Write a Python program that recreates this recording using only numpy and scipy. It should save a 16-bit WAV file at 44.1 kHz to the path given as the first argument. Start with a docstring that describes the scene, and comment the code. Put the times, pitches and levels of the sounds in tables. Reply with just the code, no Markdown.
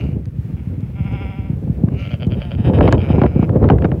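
"""An open pasture, where sheep bleat in turn: smooth quavering calls, a creaky stutter, a throbbing call
and a low one. Each bleat is a train of tiny puffs from the vocal folds that makes the throat ring.
Behind them the field hisses faintly and wind rumbles on the microphone. Its eddies (swirls of air) thump
with a falling pitch, and the hardest crackle. A few faint clicks are heard; a limiter holds the peaks."""
import sys
import numpy as np
from scipy import signal
from scipy.fft import rfft, irfft
from scipy.io import wavfile
from scipy.ndimage import uniform_filter1d, minimum_filter1d

SR = 44100
rng = np.random.default_rng(int(sys.argv[2]) if len(sys.argv) > 2 else 0)


def materialize(psi):
    """Save the field psi as 16-bit PCM at rate SR to the path in sys.argv[1].

    A 1-D psi becomes a single channel; in a 2-D psi each row is a channel.
    """
    bounded = np.clip(np.atleast_2d(psi).T, -1, 1)
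    quanta = np.round(bounded * 32767).astype(np.int16)
    wavfile.write(sys.argv[1], SR, quanta)


N = 176400  # 4 seconds


def undb(db):
    """Turn decibels into a number to multiply by."""
    return 10 ** (np.asarray(db) / 20)


def unit(x):
    """Scale a signal to a typical size (rms) of 1."""
    return x / np.std(x)


def curve(rows, column=1):
    """One column of a table, joined by straight lines in time."""
    rows = np.array(rows)
    return np.interp(np.arange(N) / SR, rows[:, 0], rows[:, column])


def shape(x, gain_at):
    """Give each frequency its own gain, with a filter that rings only after a sound, never before."""
    hz = np.maximum(np.arange(N + 1) * SR / (2 * N), 1)
    cepstrum = irfft(np.log(gain_at(hz) + 1e-7))
    cepstrum[1:N] *= 2
    cepstrum[N + 1:] = 0
    return irfft(rfft(x, 2 * N) * np.exp(rfft(cepstrum)))[:N]


def noise(colour):
    """Noise of size 1; its colour table says how strong the low and high frequencies are."""
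    hz, db = np.array(colour).T
    return unit(shape(rng.standard_normal(N), lambda f: undb(np.interp(np.log(f), np.log(hz), db))))


def wander(per_s):
    """A smooth random wobble of size 1, heading for a new value per_s times a second."""
    k = int(SR / per_s)
    steps = np.repeat(rng.standard_normal(N // k + 1), k)
    return unit(uniform_filter1d(uniform_filter1d(steps, k), k // 2)[:N])


def swell(start, rise_s):
    """A loudness shape that peaks rise_s seconds after its start and dies away."""
    age = np.maximum(np.arange(N) / SR - start, 0) / rise_s
    return age ** 2 * np.exp(2 * (1 - age))


# colour of the field's hiss (frequency [Hz], level [dB])
AIR_COLOUR = [(100, 2), (600, -6), (1200, -9), (2500, -11), (4000, -22.5), (7000, -28), (15000, -27)]

def air(level_db=-53):
    """The faint, nearly steady hiss of the open field."""
    waver = undb(1.1 * wander(14))
    return undb(level_db) * waver * noise(AIR_COLOUR)


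# faint clicks, then the bright snap of the hardest wind crack (time [s], level [dB])
CLICKS = [(0.256, -38.5), (0.807, -49), (1.125, -44), (2.268, -41), (2.925, -15)]
# their bright colour (frequency [Hz], level [dB])
CLICK_COLOUR = [(500, -21), (2200, 14), (5500, 9.5), (10000, -3.5), (15000, -20)]

def clicks(rise_s=0.00053):
    """Tiny bursts of bright noise: faint clicks, plus the snap of the hardest wind crack."""
    return noise(CLICK_COLOUR) * sum(undb(db) * swell(start, rise_s) for start, db in CLICKS)


# how strong the wind is (time [s], level [dB])
GUST = [(0, -35.5), (.17, -42.5), (.26, -59.5), (.8, -49.5), (.93, -54.5), (1.05, -44), (1.3, -49),
        (1.75, -42.5), (1.92, -33), (2.04, -52.5), (2.32, -38), (2.45, -52), (2.57, -43), (2.68, -28),
        (2.88, -20.5), (3.02, -31.5), (3.24, -24), (3.3, -33.5), (3.58, -28.5), (3.68, -19), (3.77, -31),
        (3.86, -23.5), (4, -40)]
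# colours of the deep rumble and the higher flutter (frequency [Hz], level [dB])
RUMBLE_COLOUR = [(20, -36.5), (38, -18), (62, 0), (100, 0.5), (160, -4), (250, -12.5), (500, -32),
                 (1000, -80.5)]
FLUTTER_COLOUR = [(60, -14), (150, -15.5), (260, 0.5), (480, -2), (800, -17.5), (1500, -36.5),
                  (3000, -52.5), (15000, -105)]

def wind(rumble_flicker_db=3.0, flutter_flicker_db=4):
    """Rough air on the microphone: rumble and flutter surge together; flutter grows faster in a gust."""
    surge, gust_db = wander(45), curve(GUST)
    rumble = unit(noise(RUMBLE_COLOUR) * undb(rumble_flicker_db * surge))
    flutter = unit(noise(FLUTTER_COLOUR) * undb(flutter_flicker_db * surge))
    return rumble * undb(0.47 * gust_db - 0.5) + flutter * undb(gust_db + 6.5)


# eddies that thump (time [s], level [dB])
THUMPS = [(0.086, -10.5), (0.126, -13.5), (0.165, -8), (0.384, -8.5), (0.533, -9.5), (0.67, -10),
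          (.778, -12), (0.828, -9.5), (1.002, -7), (1.05, -10.5), (1.119, -14), (1.386, -11.5), (1.497, -6),
          (1.53, -8), (1.696, -4.5), (1.835, 1.5), (1.882, -13), (1.921, -13), (2.132, -6.5), (2.267, -3),
          (2.321, -8.5), (2.598, -6), (2.67, -8), (2.695, -5), (2.733, -9), (2.787, -5.5), (2.809, 1),
          (2.88, -8.5), (2.928, 0.5), (2.97, -12.5), (3.099, -3), (3.179, -0.5), (3.215, 2.5), (3.237, 2.5),
          (3.253, -5.5), (3.358, 0), (3.391, -0.5), (3.426, -4.5), (3.524, -11), (3.556, -1.5), (3.637, 1),
          (3.699, -4.5), (3.719, -7), (3.845, -3.5), (3.917, -7)]
# colour of their slap (frequency [Hz], level [dB])
SLAP_COLOUR = [(80, -7.5), (300, -4), (600, 1), (1000, -12), (2000, -35.5), (12000, -85)]

def eddy_thumps(usual_gust_db=-28, usual_drop_hz=482.7, end_hz=78.2, fall_s=0.00504):
    """Each eddy slaps the microphone's opening and makes a thump that quickly falls in pitch."""
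    t, out, slap = np.arange(N) / SR, np.zeros(N), noise(SLAP_COLOUR)
    for (start, db), phase in zip(THUMPS, rng.random(len(THUMPS))):
        age = np.maximum(t - start, 0)
        # in a stronger gust the thump starts higher and the slap is louder
        force_db = np.interp(start, *np.array(GUST).T) - usual_gust_db
        drop_hz = usual_drop_hz * 2 ** (0.06 * force_db)
        cycles = end_hz * age + drop_hz * fall_s * (1 - np.exp(-age / fall_s))
        out += undb(db - 1.5) * swell(start, rise_s=0.0064) * np.sin(2 * np.pi * (cycles + phase))
        out += undb(db - 15 + 1.64 * force_db) * swell(start, rise_s=0.0054) * slap
    return out


# eddies that crackle (time [s], level [dB])
CRACKS = [(1.883, -33), (2.734, -31), (2.785, -19.5), (2.807, -9), (2.876, -13.5), (2.887, -16),
          (2.925, -6.5), (3.215, -14), (3.234, -21.5), (3.261, -22), (3.425, -25.5), (3.491, -28),
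          (3.625, -31.5), (3.639, -17.5), (3.657, -33.5), (3.687, -17.5), (3.715, -29), (3.699, -13.5),
          (3.783, -28), (3.82, -25), (3.843, -19.5), (3.852, -22), (3.915, -25.5)]
# colour of the crackle (frequency [Hz], level [dB])
CRACK_COLOUR = [(200, -6), (700, 10), (1600, 3), (3000, -11.5), (5000, -30), (9000, -58.5), (15000, -70)]

def eddy_crackle(rise_s=0.0026):
    """The hardest eddies hit the microphone as short, sharp bursts of noise."""
    return noise(CRACK_COLOUR) * sum(undb(db) * swell(start, rise_s) for start, db in CRACKS)


def voice(hz, throat, jitter, shimmer_db, rasp):
    """Vocal-fold pulses ring the throat. Jitter shakes their pitch, shimmer their size; rasp is breath."""
    def throat_gain(f):
        return sum(undb(db) / (1 + ((f - centre) / (width / 2)) ** 2) ** 1.5
                   for centre, width, db in throat)

    cycles = np.cumsum(hz * (1 + jitter * wander(200))) / SR
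    at = np.flatnonzero(np.diff(np.floor(cycles[:-20])) > 0)  # one pulse per cycle
    late = (np.ceil(cycles[at]) - cycles[at]) / (cycles[at + 1] - cycles[at])
    size, pulses = undb(shimmer_db * rng.standard_normal(N))[at], np.zeros(N)
    for k in np.arange(-10, 10):  # spread each pulse so it can land between two samples
        pulses[at + k] += size * np.sinc(k - late) * np.cos(np.pi * (k - late) / 20) ** 2
    breath = unit(np.exp(-(cycles % 1) / 0.12) * rng.standard_normal(N))  # a puff in each cycle
    sound = shape(unit(pulses) + rasp * breath, throat_gain)
    bright_band = signal.sosfilt(signal.butter(2, [1900, 3600], 'band', fs=SR, output='sos'), sound)
    return sound / np.std(bright_band)  # every voice is equally strong in this band


def smooth_call(rows, throat, quaver_percent, jitter, shimmer_db, rasp):
    """One unbroken bleat: pitch and level quaver together, and the opening mouth makes it brighter."""
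    quaver_hz, crest_s, quaver_fade_s = 12.6, 1.144, .27
    edge_s, closed_mouth_hz = 0.0044, 2900
    t, start, end = np.arange(N) / SR, rows[0][0], rows[-1][0]
    gate = np.clip(1 + np.minimum(t - start, end - t) / edge_s, 0, 1)
    depth = quaver_percent / np.hypot(1, (t - start) / quaver_fade_s)
    quaver = depth * np.cos(2 * np.pi * quaver_hz * (t - crest_s))
    db = curve(rows, column=2) + .6 * quaver
    bright = voice(curve(rows) * (1 + quaver / 100), throat, jitter, shimmer_db, rasp)
    dull = signal.sosfiltfilt(signal.butter(2, closed_mouth_hz, fs=SR, output='sos'), bright)
    opening = undb(0.4 * (db - np.max(db[gate > 0])))  # wide open at the loudest moment
    return gate * undb(db - 2) * (dull + opening * (bright - dull))


# the course of each smooth bleat (time [s], pitch [Hz], level [dB])
FIRST_CALL = [(0, 198, -40), (.12, 188, -51), (.19, 176, -68)]
FAR_CALL = [(.46, 141.4, -66), (.6, 155.1, -55), (.75, 156.6, -65.5), (.83, 167.7, -57), (.95, 142, -61)]
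QUAVER_CALL = [(.955, 194, -48.5), (1.06, 193.2, -44), (1.15, 196.6, -40), (1.24, 195, -40.5),
               (1.36, 194.7, -44), (1.48, 191.5, -49), (1.545, 181.8, -54)]
SHORT_CALL = [(1.9, 187.5, -57), (1.97, 185.4, -45), (2.0, 196.8, -36), (2.025, 194, -38),
              (2.09, 191.2, -42.5), (2.14, 191, -39.5)]
LOW_CALL = [(3.0, 124.9, -42), (3.05, 134.2, -42), (3.16, 138.5, -40.5), (3.225, 148.2, -41.5),
            (3.3, 144.7, -46.5), (3.4, 143.5, -45), (3.45, 139.6, -41.5)]
# where each throat rings (frequency [Hz], width [Hz], level [dB])
SHORT_THROAT = [(600, 320, -3), (1350, 370, -5), (2315, 660, 0), (2830, 330, -2), (4200, 2700, -22.5),
                (6250, 1100, -30.5)]
QUAVER_THROAT = [(766, 400, 5), (1394, 430, -2.5), (2210, 430, 3), (2690, 500, -5), (3260, 480, -10.5),
                 (5100, 360, -20.5)]
LOW_THROAT = [(600, 450, 8), (1410, 480, 3.5), (2305, 560, 5), (2800, 1000, -6.5), (3900, 280, -15.5),
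              (5040, 470, -15), (6300, 900, -27)]

def smooth_bleats():
    """Five unbroken bleats from three throats: breathy, far away, quavering, short and low."""
    out = smooth_call(FIRST_CALL, SHORT_THROAT, quaver_percent=.27, jitter=.025, shimmer_db=3, rasp=1)
    out += smooth_call(FAR_CALL, QUAVER_THROAT, quaver_percent=3.8, jitter=.015, shimmer_db=3, rasp=.24)
    out += smooth_call(QUAVER_CALL, QUAVER_THROAT,
                       quaver_percent=3.2, jitter=.006, shimmer_db=1, rasp=.32)
    out += smooth_call(SHORT_CALL, SHORT_THROAT,
                       quaver_percent=1.1, jitter=.009, shimmer_db=1.3, rasp=.45)
    out += smooth_call(LOW_CALL, LOW_THROAT, quaver_percent=1.2, jitter=.012, shimmer_db=1.4, rasp=.35)
    return out


def broken_call(rows, throat, gain_db, jitter, shimmer_db, rasp):
    """Bleating in short bursts; in each the pitch arches up, then sags below where it began."""
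    attack_s, release_s, arch, sag = 0.011, .018, .16, .06
    t = np.arange(N) / SR
    hz, loudness = np.full(N, float(rows[0][2])), np.zeros(N)
    for start, length, pitch, db in rows:
        place = np.clip(2 * (t - start) / length - 1, -1, 1)  # -1 at the burst's start, 1 at its end
        hz = np.where(t > start, pitch * (1 - arch * place ** 2 - sag * place), hz)
        gate = np.clip(np.minimum((t - start) / attack_s, (start + length - t) / release_s), 0, 1)
        loudness += undb(db + gain_db) * gate
    return loudness * voice(hz, throat, jitter, shimmer_db, rasp)


# short, creaky bursts of voice (time [s], length [s], pitch [Hz], level [dB])
STUTTER = [(2.04, .055, 100.1, -44), (2.103, .058, 124.1, -39.5), (2.194, .066, 124.2, -42),
           (2.295, .068, 125, -42.5), (2.395, .066, 128.2, -41.5), (2.495, .066, 125.9, -42.5),
           (2.972, .07, 84.9, -43)]
# a soft bleat from another sheep, then the throbs of the high call
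# (time [s], length [s], pitch [Hz], level [dB])
SOFT_BLEAT_AND_THROBS = [(2.36, .2, 177.6, -51), (2.57, 0.079, 181.5, -48.5), (2.638, 0.073, 187.2, -40.5),
                         (2.728, .066, 188.3, -40), (2.815, 0.079, 187.4, -37.5), (2.903, .06, 178.5, -40),
                         (2.995, 0.083, 172.3, -47), (3.08, .06, 179, -42)]
# where each throat rings (frequency [Hz], width [Hz], level [dB])
STUTTER_THROAT = [(584, 270, 8.5), (1400, 510, -3.5), (2430, 800, -2), (3106, 430, 0.5), (4600, 850, -19)]
THROB_THROAT = [(720, 440, 6), (1610, 1200, -2), (2530, 480, -1.5), (3053, 420, -1.5), (3690, 346, -9.5),
                (4980, 990, -21.5), (9370, 1900, -27.5)]

def broken_bleats():
    """A low stutter, creaky because its pulses are so uneven; a soft bleat; a high, throbbing call."""
    stutter = broken_call(STUTTER, STUTTER_THROAT, gain_db=0, jitter=.05, shimmer_db=4, rasp=.3)
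    return stutter + broken_call(SOFT_BLEAT_AND_THROBS, THROB_THROAT,
                                 gain_db=-0.5, jitter=.01, shimmer_db=1.3, rasp=.3)


def flock(echo_db=-8.5, echo_s=0.12):
    """All the bleats, plus a thin echo scattered by the field that fades by 60 dB in echo_s."""
    bleats = smooth_bleats() + broken_bleats()
    t = np.arange(SR // 2) / SR
    scatter = rng.standard_normal(len(t)) * np.exp(-np.log(1000) * t / echo_s)
    return bleats + undb(echo_db) * signal.fftconvolve(bleats, scatter / np.linalg.norm(scatter))[:N]


def scene():
    """The flock, the wind, the clicks and the open air, mixed into one channel."""
    return (flock() + wind() + eddy_thumps() + eddy_crackle() + clicks() + air())[None]


def record(dry):
    """The microphone drops the deepest bass, a limiter turns down peaks, and the top treble is cut."""
    bass_cut_hz, treble_cut_hz, ceiling, look_ahead_s = 51, 15800, 0.91, 0.0035
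    sound = signal.sosfilt(signal.butter(4, bass_cut_hz, 'high', fs=SR, output='sos'), dry)
    k = int(look_ahead_s * SR)
    # the gain eases down just before each peak and back up after it
    needed_gain = minimum_filter1d(ceiling / np.maximum(np.abs(sound), ceiling), 2 * k)
    gain = uniform_filter1d(uniform_filter1d(needed_gain, k), k)
    return signal.sosfilt(signal.ellip(10, .2, 70, treble_cut_hz, fs=SR, output='sos'), sound * gain)


dry = scene()
out = record(dry)
materialize(out)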